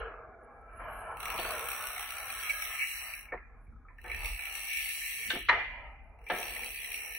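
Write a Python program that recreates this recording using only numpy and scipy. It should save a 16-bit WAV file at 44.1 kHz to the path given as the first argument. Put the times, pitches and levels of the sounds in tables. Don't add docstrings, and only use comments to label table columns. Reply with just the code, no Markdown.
import sys
import numpy as np
from scipy import signal
from scipy.fft import rfft, irfft, next_fast_len
from scipy.io import wavfile
from scipy.ndimage import uniform_filter1d, map_coordinates

SR = 44100
rng = np.random.default_rng(int(sys.argv[2]) if len(sys.argv) > 2 else 0)


def dump_mix(stems):
    frames = np.atleast_2d(stems).T
    limited = np.clip(frames, -1, 1)
    pcm = np.round(limited * 32767).astype(np.int16)
    wavfile.write(sys.argv[1], SR, pcm)


def decibels_to_gain(level_db):
    exponent = np.asarray(level_db, float) / 20
    return 10 ** exponent


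N = 316638


def unit(x):
    return x / np.sqrt(np.mean(x ** 2) + 1e-20)


def along(points, hz):
    f, v = np.transpose(points)
    return np.interp(np.log(hz + 1), np.log(f + 1), v)


def curves(rows):
    s, *cols = np.transpose(rows)
    return [np.interp(np.arange(N) / SR, s, c) for c in cols]


def wobble(rate_hz):
    knots = rng.standard_normal(int(N * rate_hz / SR) + 4)
    return map_coordinates(knots, [np.arange(N) * rate_hz / SR])


def swells(s, rise_s, fall_s, db):
    coarse = np.arange(0, N, 64)
    lag = (coarse / SR - np.reshape(s, (-1, 1))).T
    drop = np.maximum(-lag / np.clip(rise_s, .004, 3), lag / np.clip(fall_s, .004, 3))
    return np.interp(np.arange(N), coarse, decibels_to_gain(db - 20 * drop).sum(axis=1))


def below(hz, corner_hz, order):
    return 1 / (1 + (hz / corner_hz) ** order)


def above(hz, corner_hz, order):
    return 1 / (1 + (corner_hz / (hz + 1)) ** order)


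def resonant(modes):
    return lambda f: sum((-1) ** k * decibels_to_gain(db) * 1j * f * w / (c * c - f * f + 1j * f * w)
                         for k, (c, w, db) in enumerate(modes))


def filtered(x, response):
    m = next_fast_len(N + 16384)
    hz, grid = np.fft.rfftfreq(m, 1 / SR), np.linspace(0, SR / 2, num=16385)
    return irfft(rfft(x, m) * np.interp(hz, grid, response(grid)), m)[..., :N]


def rung(x, response):
    passed = np.sqrt(np.mean(np.abs(response(np.linspace(0, SR / 2, num=4000))) ** 2))
    return filtered(x, response) / passed


def patchy(x, depth_db):
    z = signal.stft(x, nperseg=2048)[2]
    field = uniform_filter1d(rng.standard_normal(z.shape[1:]), size=5, axis=0)
    field = uniform_filter1d(field, size=6, axis=1)
    return signal.istft(z * decibels_to_gain(depth_db * unit(field)), nperseg=2048)[1][:, :N]


# pitch_hz, correlation (0-1)
ALIKE = [(40, .87), (200, .94), (640, .91), (1400, .91), (1850, .6), (2400, .2), (3500, .05), (8000, .2),
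         (15000, .3)]


def pair(size=N):
    m = next_fast_len(size)
    turn = np.arccos(np.clip(along(ALIKE, np.fft.rfftfreq(m, 1 / SR)), -1, 1)) / 2
    spectra = rfft(rng.standard_normal((2, m))) * [np.cos(turn), np.sin(turn)]
    mid, side = irfft(spectra, m)[:, :size]
    return np.array([mid + side, mid - side])


# pitch_hz, t60_s
ROOM = [(200, 0.087), (1000, 0.12), (2500, 0.84), (3600, 0.55), (5000, 0.48), (12000, 0.42)]


def room(x, quicker):
    hz, t, z = signal.stft(pair(size=SR), SR, nperseg=256)
    decay = decibels_to_gain(-60 * quicker * t / along(ROOM, hz)[:, None])
    tail = signal.istft(z * decay, SR, nperseg=256)[1]
    return signal.fftconvolve(x, tail / np.linalg.norm(tail[0]), axes=1)[:, :N]


# pitch_hz, level_db (per Hz)
BUILDING = [(11, -33.5), (28, -9.5), (44, -4.5), (82, -17.5), (187, -30), (237, -19.5), (529, -27),
            (1290, -49.5), (1630, -41), (2360, -27), (3200, -76.5), (4160, -113), (7040, -120)]
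# peak_s, rise_s, fall_s (per 20 dB), deep_db, hum_db
BUMPS = [(0.0, 0.092, 0.14, -43.5, -106), (0.3, 0.22, 0, -72, -71), (0.92, 0.6, 0.4, -54.5, -68),
         (1.19, 0.05, -0.4, -56, -61), (1.4, 0.35, 0.5, -56, -64.5), (3.4, 0.51, .5, -56.5, -76),
         (3.72, 0.12, 0.16, -60, -65), (4.15, 0.12, 0.33, -46.5, -94), (4.36, 0.63, -0.64, -48, -71.5),
         (2.3, 1, 0.5, -60.5, -84.5), (5.3, 0.079, -0.16, -68, -59), (5.48, 0.22, 1, -46.5, -69.5),
         (6.12, 0.39, 0, -59, -80), (6.5, 0.18, .5, -57.5, -75)]


def rumble():
    steady_deep_db, steady_hum_db, hiss_db = -63, -81.5, -77.5
    s, rise_s, fall_s, deep_db, hum_db = np.transpose(BUMPS)
    air = filtered(pair(), lambda hz: decibels_to_gain(along(BUILDING, hz)))
    deep = filtered(air, lambda hz: below(hz, 100, 6))
    swell = filtered(deep, lambda hz: above(hz, 26, 4))
    hiss = filtered(air, lambda hz: above(hz, 230, 6))
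    thud = (decibels_to_gain(steady_deep_db) + swells(s, rise_s, fall_s, deep_db)) * decibels_to_gain(0.55 * wobble(3.0))
    hum = decibels_to_gain(steady_hum_db) + swells(s, rise_s, fall_s, hum_db + 3.5)
    return thud * unit(swell) + hum * unit(air - deep - hiss) + decibels_to_gain(hiss_db) * unit(hiss)


# start_s, peak_db, low_part_db, high_part_db, t60_s of the rattle
KNOCKS = [(0.0014, -38, -18, -5.5, 0.09), (0.795, -42, 1.5, -35, 0.41), (1.3866, -32.5, 6, 3.5, 0.1),
          (1.4488, -25.5, 2.5, -18, 0.027), (3.32, -28, -1.5, -48, 0.056), (3.337, -40.5, 15, -18, 0.089),
          (3.882, -45.5, -16, -48, 0.1), (4.041, -39.5, -0.5, -36, 0.56), (4.096, -32, -44, -26, 0.02),
          (4.394, -26, -10, -6.5, 0.0095), (5.3006, -26, -8, 7.5, 0.1), (5.323, -36.5, -1, -14, 0.11),
          (5.3508, -35, 5, -1.5, 0.1), (5.485, -13, -22, -12.5, 0.061), (5.4923, -7, -11.5, -14.5, 0.047),
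          (5.509, -24, -7.5, -26, 0.024), (5.5196, -24.5, -3.5, -23.5, 0.29),
          (6.298, -19.5, -1.5, -7.5, 0.092), (6.309, -38, 8, -18, 0.76)]
# pitch_hz, width_hz, level_db
FRAME = [
    [(197, 110, -8), (330, 280, -4), (490, 227, -1), (702, 31, 3), (885, 420, -5)],
    [(1270, 97, -0.5), (1737, 162, 6.5), (1883, 545, 1.5), (2415, 210, -0.5)],
    [(2900, 450, 6.5), (3600, 100, 7), (3730, 410, -3.5), (4550, 280, -10), (5800, 200, -28)],
]
# start_s, peak_db, pitch_hz, t60_s
PINGS = [(0.7955, -36, 1300, 0.024), (3.2849, -44.5, 2210, 0.16), (3.375, -42, 2050, 0.071),
         (3.6672, -61, 2260, 0.1), (3.7237, -59.5, 1340, 0.15), (3.76, -55, 1280, 0.073),
         (3.8097, -65, 1485, 0.15), (3.85, -51.5, 1275, 0.13), (3.9024, -52, 1015, 0.099),
         (3.985, -42.5, 1780, 0.069), (6.2652, -42, 2363, 1), (6.288, -77, 1720, 0.048),
         (1.449, -30, 1320, 0.027), (1.4495, -32, 2600, 0.027), (4.393, -27, 2480, 0.025),
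         (4.099, -32.5, 2290, 0.035)]
# start_s, peak_db, pitch_hz, t60_s
MORE_PINGS = [(3.3215, -35.5, 2227, 0.075), (3.324, -33, 1805, 0.1), (6.31, -44, 717, 0.62),
              (5.3005, -26, 3600, 0.022), (5.303, -24.5, 1577, 0.088), (5.335, -37, 330, 0.26),
              (5.361, -35.5, 238, 0.082), (5.488, -28.5, 4060, 0.082), (5.493, -21.5, 945, 0.2),
              (5.494, -18, 1872, 0.14), (3.325, -34, 490, 0.11)]


def knocks():
    room_db = -3.5
    near, far, t = np.zeros((2, N + SR)), np.zeros((2, N + SR)), np.arange(SR // 3) / SR
    hz = np.fft.rfftfreq(2 * len(t), 1 / SR)
    parts = np.array([resonant(modes)(hz) * below(hz, 1.3 * modes[-1][0], 6) for modes in FRAME])
    parts = parts / np.sqrt(np.mean(np.abs(parts) ** 2, axis=1, keepdims=True))
    shake = pair()
    for s, db, low_db, high_db, t60 in KNOCKS:
        at = round(s * SR)
        envelope = decibels_to_gain(-60 * t / np.clip(t60, .01, 1)) * (1 - np.exp(-t / 0.0012))
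        rattle = shake[:, at:at + len(t)] * envelope
        body = decibels_to_gain(db - 8.0 + np.array([low_db, 0, high_db])) @ parts
        blow = irfft(rfft(rattle, 2 * len(t)) * body)
        near[:, at:at + 2 * len(t)] += blow
        far[:, at:at + 2 * len(t)] += decibels_to_gain(room_db) * blow
    for s, db, pitch_hz, t60 in list(PINGS) + list(MORE_PINGS):
        drift = np.cumsum(rng.standard_normal(len(t)))
        flutter = 0.093 * signal.lfilter(*signal.butter(4, 1 / 40), drift)
        ring = np.sin(2 * np.pi * pitch_hz * t + flutter) * (1 - np.exp(-t / 0.0013))
        near[:, round(s * SR):][:, :len(t)] += decibels_to_gain(db - 60 * t / np.clip(t60, .01, 1)) * ring
    return near[:, :N] + room(far[:, :N], quicker=0.75)


# time_s, load_db, slackness_db
DRIVE = [(0.0, -36, -9.5), (0.3, -53.5, -2.5), (0.56, -61, -1.5), (0.82, -48.5, -9), (1.14, -46.5, -6),
         (1.58, -43.5, -7.5), (1.94, -45.5, -10.5), (2.7, -49, -12), (3.1, -57, -13), (3.54, -77.5, -0.5),
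         (3.78, -69, -9.5), (4.08, -102, -3), (4.62, -64, -11), (5.36, -70, -3.5), (5.56, -81, -8),
         (6.1, -70.5, -10.5), (6.7, -68, -1), (7.18, -76, 1.5)]
# pitch_hz, width_hz, level_db
WHINE = [(1036, 150, -2.5), (1320, 104, 1.5), (1475, 72, -2), (1663, 67, -2.5), (2210, 250, -12.5),
         (2946, 490, -16.5)]
# pitch_hz, width_hz, level_db
GROWL = [
    (628, 117, -1.5),
    (793, 120, 3.5),
    (890, 214, 0),
]
# pitch_hz, width_hz, level_db
DRONE = [(245.7, 24, -5.5), (311, 23, -9.5), (476, 68, 3)]
# peak_s, rise_s, fall_s (per 20 dB), level_db
DRONES = [
    (3.72, 0.16, 7, -79),
    (4.231, 0.21, 0.5, -62.5),
    (5.55, 0.026, 0.36, -64.5),
    (6.463, .13, -1.5, -67),
    (6.62, 0.55, 0.16, -59),
]
# peak_s, rise_s, fall_s (per 20 dB), growl_db, whine_db
SHUDDERS = [(0.02, 0.056, 0.55, -54.5, -53), (0.8, .01, 3, -56.5, -55.5), (1.16, 0.2, 1.2, -56, -58.5),
            (2.42, 0.19, 0.25, -77, -63), (0.55, 0.13, 0.5, -70, -65.5), (0.7, 0.046, -1.5, -76, -65),
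            (0.9, 0.23, -2.3, -69, -55), (1.05, 0.12, 3.5, -65.5, -61), (4.231, 0.21, 1, -57.5, -59),
            (5.58, 0.041, 0.5, -49, -62.5), (5.75, .2, 2, -65.5, -74), (6.462, 0.11, 4, -67, -70),
            (6.6, 0.28, -0.44, -53, -76)]
# pitch_hz, width_hz, level_db
GEARS = [(1310, 61, 1.5), (2300, 90, -6.5)]
# peak_s, rise_s, fall_s (per 20 dB), level_db
GEARS_SING = [
    (0.72, 0.17, 3, -57.5),
    (1.12, 1.02, 0, -50.5),
]
# pitch_hz, level_db (per Hz)
LINKS = [(2120, -58), (3600, -44.5), (3900, -31), (4070, -6.5), (4250, -27), (4610, -53), (7950, -46.5),
         (8670, -7.5), (9340, -15.5), (10800, 7), (11600, -4), (12600, -37.5), (13800, -17), (15800, -20.5)]
# peak_s, rise_s, fall_s (per 20 dB), level_db
FIZZ = [
    (0.0, 0.012, -0.14, -65),
    (.45, .08, -0.9, -86),
    (.62, 0.044, -0.2, -85.5),
    (0.852, 0.34, -2.2, -76),
    (0.92, 0.071, 0.5, -62.5),
    (1.004, 0.023, 1.5, -74),
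    (3.68, .4, -0.5, -99.5),
    (3.9, 0.37, 0.5, -93),
    (5.84, .8, 0.5, -88.5),
]


def drive(grit_db=0.5, throb_db=2.34):
    drone_db, drone_follows = -2, 2.12
    load_db, slack_db = curves(DRIVE)
    s, rise_s, fall_s, growl_db, whine_db = np.transpose(SHUDDERS)
    grain = pair()
    rub = patchy(grain * decibels_to_gain(grit_db * wobble(150) + throb_db * wobble(12)), depth_db=3.0)

    gears = unit(filtered(grain, lambda hz: resonant(GEARS)(hz) ** 2))
    gears = gears * swells(*np.transpose(GEARS_SING))

    whine = unit(filtered(rub, lambda hz: resonant(WHINE)(hz) * below(hz, 3000, 6) * above(hz, 990, 12)))
    whine = whine * (decibels_to_gain(load_db - 5.0) + swells(s, rise_s, fall_s, whine_db))

    growl = unit(filtered(rub, lambda hz: resonant(GROWL)(hz) * below(hz, 1100, 6) * above(hz, 560, 6)))
    steady = filtered(growl, lambda hz: below(hz, 850, 16))
    growl = steady * decibels_to_gain(load_db + slack_db - 1.0) + growl * swells(s, rise_s, fall_s, growl_db)

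    drone = unit(filtered(rub, lambda hz: resonant(DRONE)(hz) * below(hz, 620, 6) * above(hz, 200, 6)))
    steady_db = load_db + drone_follows * slack_db + drone_db + 6.0
    drone = drone * (decibels_to_gain(steady_db) + swells(*np.transpose(DRONES)))

    fizz = unit(filtered(patchy(pair(), depth_db=9.0), lambda hz: decibels_to_gain(along(LINKS, hz))))
    fizz = decibels_to_gain(4.0) * swells(*np.transpose(FIZZ)) * fizz
    return gears + whine + growl + drone + fizz


# start_s, peak_db, pitch_hz
SNAPS = [
    [(1.2027, -35, 1420), (1.2321, -26, 1330), (1.2566, -28, 2320), (1.2795, -32, 2350), (1.304, -32, 1270),
     (1.3609, -35, 1010), (1.3788, -24, 1220), (1.4477, -26, 1445), (1.505, -32, 1270), (1.5983, -53, 1260),
     (1.6562, -40, 2590), (1.6856, -30, 2620), (1.716, -33, 2580), (1.732, -32, 2530), (1.8083, -35, 1310),
     (1.9031, -32, 1310), (1.963, -27, 2210), (1.9779, -29, 1300), (2.1042, -32, 2700), (2.1201, -37, 2700),
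     (2.1675, -31, 2470), (2.3022, -26.5, 2410), (2.389, -29.5, 1630), (2.4339, -38, 2640),
     (2.4943, -22, 2370), (2.6215, -25, 2230), (2.7936, -37, 2330), (2.8719, -30, 2290),
     (2.9128, -26, 2380), (2.9353, -34, 2400), (2.9762, -35, 2300), (3.1363, -33, 2300)],
    [(4.0803, -39, 1760), (4.0988, -48, 2190), (4.1167, -28, 2430), (4.1457, -28, 1830),
     (4.2444, -36, 2270), (4.3921, -31, 2300), (4.4075, -27, 2330), (4.4525, -30, 2270),
     (4.4675, -32, 2300), (4.5253, -38, 2210), (4.5517, -35, 2280), (4.6854, -30, 2220),
     (4.7024, -33, 2190), (4.7348, -31, 2300), (4.7715, -30, 2300), (4.8426, -34, 2280),
     (4.8895, -28, 2230), (5.0616, -26.5, 2300), (5.109, -32, 2420)],
    [(6.4281, -25.5, 2640), (6.481, -33, 2740), (6.5069, -37, 2390), (6.5488, -43, 2500),
     (6.5638, -26, 1980), (6.6331, -31, 2370), (6.7599, -39, 2620), (6.8447, -28, 2030),
     (6.9165, -30, 2420), (6.9444, -46, 2520), (7.0602, -49, 2680), (7.1225, -39, 2300)],
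]


def snaps():
    t60_s, mode_db, sprocket_hz, sprocket_db = 0.025, -1, 4000, -15
    out, t = np.zeros((2, N + SR)), np.arange(SR // 20) / SR
    for s, db, pitch_hz in np.concatenate(SNAPS):
        for hz, level_db in (pitch_hz, mode_db), (sprocket_hz, sprocket_db):
            turn = np.arccos(along(ALIKE, hz)) / 2
            ring = np.sin(2 * np.pi * hz * t + [[turn], [-turn]]) / np.cos(turn)
            ring = ring * (1 - np.exp(-t / 0.00183))
            out[:, round(s * SR):][:, :len(t)] += decibels_to_gain(db + level_db - 60 * t / t60_s) * ring
    return out[:, :N]


# time_s, rate_hz (clicks per second)
RATCHET = [
    [(1.17, 26.6), (1.25, 41.1), (1.47, 67.2), (2.18, 62.4), (2.45, 113), (2.9, 140), (3.0, 133),
     (3.13, 98), (3.3, 8)],
    [(3.98, 25.5), (4.1, 59.3), (4.22, 73.8), (4.45, 63.1), (4.75, 128), (4.88, 153.8), (5.15, 135.8),
     (5.35, 85.6), (5.47, 24.3)],
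    [(6.18, 37.2), (6.26, 39.5), (6.35, 77.9), (6.5, 72.6), (6.8, 70.2), (7.18, 67.8)],
]
TOOTH_START = [
    .97,
    .9,
    .64,
]
# start_s, level_db (over an ordinary click)
ACCENTS = [(1.2044, 7), (1.2309, 5.5), (1.2559, 9.5), (1.282, 1), (1.3027, 7.5), (1.379, 5), (1.3982, 5.5),
           (1.4142, 2.5), (1.4313, 5.5), (1.4484, 2), (1.508, 8), (1.582, 3), (1.5945, 5.5), (1.6877, 9.5),
           (1.7029, 4.5), (1.7173, 7.5), (1.7317, 4.5), (1.8247, 3.8), (1.8401, 4.5), (1.8705, 8.5),
           (1.9809, 6.5), (1.995, 8.5), (2.0092, 6), (2.0277, 5), (2.107, 6), (2.1226, 2), (2.184, 6),
           (2.3025, 5), (2.3253, 5), (2.497, 1.5), (2.5051, 3), (2.6219, 10.5), (2.632, 1.5), (2.6516, 6.5),
           (3.0388, 4.5), (3.1516, 2.5), (4.116, 6), (4.1467, 7.5), (4.2467, 8), (4.2582, 12),
           (4.2725, -5.5), (4.4365, 2), (4.455, 8.5), (4.54, 1), (4.5535, 11), (4.577, 0), (4.7717, 9.5),
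           (5.0612, 0), (6.387, 7.5), (6.4009, 1.5), (6.6453, 6.5), (6.662, 3), (6.7458, 1.5),
           (6.8027, 1.5), (6.9193, 4), (6.9305, 2), (6.9435, 9), (6.9601, 4), (7.15, 6.5), (7.1651, 1.5)]


def pawl_bursts(scatter_db=0.84, rise_s=0.0017, fall_s=0.0013, wet_db=2):
    snap_burst_db = 2
    drops, t = np.zeros(N), np.arange(N) / SR
    for rows, start, hard in zip(RATCHET, TOOTH_START, SNAPS):
        s, rate = np.transpose(rows)
        rate = np.interp(t, s, rate, 0, 0)
        at = np.flatnonzero(np.diff(np.floor(start + np.cumsum(rate) / SR)))
        luck = rng.standard_normal((len(at), 2))
        exact = np.round((np.transpose(hard)[0] + rise_s / 2) * SR).astype(int)
        nearest = np.abs(at[:, None] - exact).argmin(axis=0)
        at[nearest], luck[nearest] = exact, (0, snap_burst_db / scatter_db)
        for when_s, db in ACCENTS:
            if s[0] < when_s < s[-1]:
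                tooth = np.abs(at - when_s * SR).argmin()
                at[tooth], luck[tooth] = when_s * SR, (0, 0.78 * db / scatter_db)
        force = decibels_to_gain(scatter_db * luck[:, 1]) / np.sqrt(np.maximum(rate[at], 45))
        jittered = at + (15 * luck[:, 0]).astype(int)
        drops[np.minimum(jittered, N - 1)] = force
    lag = np.linspace(-1, 1, num=SR // 25 + 1) / 50
    shape = np.exp(np.minimum(lag / rise_s, -lag / fall_s))
    bursts = unit(signal.fftconvolve(drops, shape, "same") * pair())
    clear = (80 / np.maximum(curves(np.concatenate(RATCHET))[0], 40)) ** 0.17
    return unit(patchy(clear * bursts + decibels_to_gain(wet_db) * room(bursts, quicker=0.75), depth_db=2.4))


# time_s, tick_db
PAWLS = [
    [(1.15, -60), (1.21, -52.5), (1.47, -46), (2.16, -48.5), (2.45, -44), (2.97, -44.5), (3.2, -52.5),
     (3.29, -70.5), (3.42, -100)],
    [(3.976, -97), (3.983, -74), (4.08, -59.5), (4.28, -48), (4.386, -51.5), (4.78, -42), (5.272, -43.5),
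     (5.396, -52.5), (5.56, -82)],
    [(6.17, -100), (6.184, -79), (6.236, -74.5), (6.292, -56.5), (6.364, -47.5), (6.912, -47), (7.18, -49)],
]
# pitch_hz, width_hz, level_db
TICK = [(5720, 186, 6.5), (7280, 360, -8), (8177, 345, 1), (8980, 220, 0), (9790, 500, -1.5),
        (10960, 650, 2), (11928, 400, 7.5), (12150, 520, 5), (13100, 150, -29), (13000, 1200, -10),
        (15800, 900, 0)]
# pitch_hz, width_hz, level_db
SPROCKET = [(3126, 286, -1.5), (3460, 560, -7), (3964, 243, -5), (4496, 65, -0.5)]
# pitch_hz, width_hz, level_db
SHELL = [(1780, 116, 3), (2028, 69, 2.5), (2132, 185, 3.5), (2574, 500, 4), (2910, 280, -0.5)]
# pitch_hz, width_hz, level_db
HUB = [(2254, 42, 7), (2620, 210, -20.5)]
# peak_s, rise_s, fall_s (per 20 dB), level_db (over the steady ring)
SURGES = [(1.3, 0.18, -1.7, -5.5), (2.514, 0.11, -0.5, 11.5), (2.64, 0.16, -3.5, -3),
          (2.82, 0.055, 0.09, 14.5), (2.94, 0.03, -7, -14), (3.142, 0.0143, 0, 9), (4.05, 0.0078, -0.8, -7),
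          (4.11, 0.033, 0.18, 9), (4.411, 0.031, 0.2, 6), (4.713, 0.036, 0.1, 5.5), (4.78, 0.09, 0.1, 4.5),
          (4.916, 0.13, 0, -1), (5.044, 0.12, 5, -0.5), (6.635, 0.04, -0.5, 7.5), (6.854, 0.055, -1.3, -3)]
# pitch_hz, width_hz, level_db
RIM = [(1670, 67, 1), (1248, 120, -2)]
# peak_s, rise_s, fall_s (per 20 dB), level_db
RIM_SINGS = [
    (2.1, .6, 1.1, -57),
    (2.45, .3, 0.83, -46.5),
    (2.98, 0.14, -1.07, -63),
    (3.18, 0.071, -3.4, -61),
]


def freewheel():
    bursts = pawl_bursts()
    tick_db, = curves(np.concatenate(PAWLS))

    bright = lambda hz: resonant(TICK)(hz) * above(hz, 4800, 8)
    tick = rung(decibels_to_gain(tick_db + 1.5) * bursts, bright)

    first_db, later_db, settle_s = -6, -9.5, 0.42
    starts = np.array([0] + [rows[0][0] for rows in RATCHET])
    t = np.arange(N) / SR
    since_s = t - starts[np.searchsorted(starts, t, 'right') - 1]
    sprocket_db = later_db + (first_db - later_db) * np.exp(-since_s / settle_s)
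    steely = lambda hz: resonant(SPROCKET)(hz) * above(hz, 3000, 8) * below(hz, 4900, 12)
    sprocket = rung(decibels_to_gain(tick_db + sprocket_db) * bursts, steely)

    shell_db, full_tick_db, follows, hub_db = -46, -44, 0.61, -5.5
    level = decibels_to_gain(shell_db + follows * (tick_db - full_tick_db))
    surge = swells(*np.transpose(SURGES))
    hollow = lambda hz: resonant(SHELL)(hz) * above(hz, 1650, 12) * below(hz, 3300, 8)
    shell = rung(level * (1 + 0.47 * surge) * bursts, hollow)
    singing = lambda hz: resonant(HUB)(hz) * above(hz, 1900, 8) * below(hz, 3000, 8)
    hub = rung(decibels_to_gain(hub_db) * level * surge * bursts, singing)

    wheel_db = -9.5
    spokes = lambda hz: resonant(WHINE[:4])(hz) * below(hz, 1900, 6) * above(hz, 990, 12)
    wheel = rung(decibels_to_gain(curves(DRIVE)[0] + wheel_db) * bursts, spokes)
    rim = rung(swells(*np.transpose(RIM_SINGS)) * bursts, lambda hz: resonant(RIM)(hz) ** 2)
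    return rim + tick + sprocket + wheel + hub + shell


def scene():
    return rumble() + knocks() + drive() + snaps() + freewheel()


# pitch_hz, level_db (per Hz)
FAINT_HISS = [(1760, -56), (3000, -12), (4310, -14), (4880, -17.5), (5610, -13.5), (9450, -22.5),
              (10900, -17.5), (12500, -28.5), (15800, -29.5)]


def faint_hiss():
    hiss = filtered(pair(), lambda hz: decibels_to_gain(along(FAINT_HISS, hz)))
    return decibels_to_gain(-96.0) * unit(patchy(hiss, depth_db=5.0))


# pitch_hz, level_db (per bin)
NOISE_GUESS = [(130, -120), (240, -88), (420, -120), (1800, -104), (2600, -92.5), (3300, -87), (3750, -82),
               (4070, -106), (4450, -100), (5800, -108.5), (8500, -104), (10500, -105), (15000, -104)]
# low_hz, high_hz
DISTRUST = [
    (3080, 3860),
    (4280, 5560),
    (6020, 7950),
    (9170, 9540),
    (12400, 13900),
]
# level_db (per bin, in the three buzzes), growth_db (per s),
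# fresh_db (lower as a buzz starts), lost_db (per s after a buzz)
LEARNING = [
    ((-81.5, -79.5, -79), 10, 25, 410),
    ((-66.5, -71, -71), 0.033, 0.033, 80),
    ((-69, -71, -65.5), -2.5, 30, 0.096),
    ((-76, -83.5, -76), 5.1, 19, .1),
    ((-65.5, -62, -68), 0.33, 36, .1),
]


def suppressor(dry):
    hz, t, z = signal.stft(dry, SR, nperseg=1024)
    power = uniform_filter1d(np.mean(np.abs(z) ** 2, 0), size=7, axis=0)
    power = uniform_filter1d(power, size=5, axis=1)

    wary_db, wary_mid_db, wary_s = 3.5, 8.5, 0.7
    first_db = wary_db + wary_mid_db * ((hz > 1760) & (hz < 3200))
    guess_db = along(NOISE_GUESS, hz)[:, None] + first_db[:, None] * below(t, wary_s, 12)
    steep = np.where(hz < 2450, 0.55, 1.1)[:, None]

    fresh_s, edge_db = 0.086, 5
    starts, ends = np.transpose([(0.011, 0)] + [(rows[0][0], rows[-1][0]) for rows in RATCHET])
    latest = np.searchsorted(starts, t, 'right') - 1
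    since_s, after_s = t - starts[latest], np.maximum(t - ends[latest], 0)
    for (low_hz, high_hz), (db, growth_db, fresh_db, lost_db) in zip(DISTRUST, LEARNING):
        band = (hz > low_hz) & (hz < high_hz)
        doubt_db = np.take(db, np.maximum(latest - 1, 0)) + growth_db * since_s - lost_db * after_s
        doubt_db = doubt_db - (latest > 1) * fresh_db / (1 + (since_s / fresh_s) ** 8)
        place = 2 * (hz[band, None] - low_hz) / (high_hz - low_hz) - 1
        doubt_db = doubt_db - edge_db * place ** 4
        guess_db[band], steep[band] = np.maximum(guess_db[band], doubt_db), 12

    waver = rng.standard_normal((len(hz) // 8 + 1, len(t)))
    waver = unit(uniform_filter1d(waver, size=7, axis=1))[np.arange(len(hz)) // 8]
    waver_db = np.where((hz > 3200) | (hz < 400), 4, 1)[:, None] * waver
    ratio = (np.abs(power) / decibels_to_gain(guess_db + waver_db) ** 2) ** steep
    keep = np.maximum(ratio / (1 + ratio), decibels_to_gain(-45)) * (hz < 15800)[:, None]
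    return signal.istft(z * keep, SR, nperseg=1024)[1][:, :N]


def top_cut(x):
    return signal.sosfilt(signal.butter(12, 16940, fs=SR, output="sos"), x)


def record(dry):
    mix = suppressor(dry) + faint_hiss()
    return top_cut(mix)


dry = scene()
out = record(dry)
dump_mix(out)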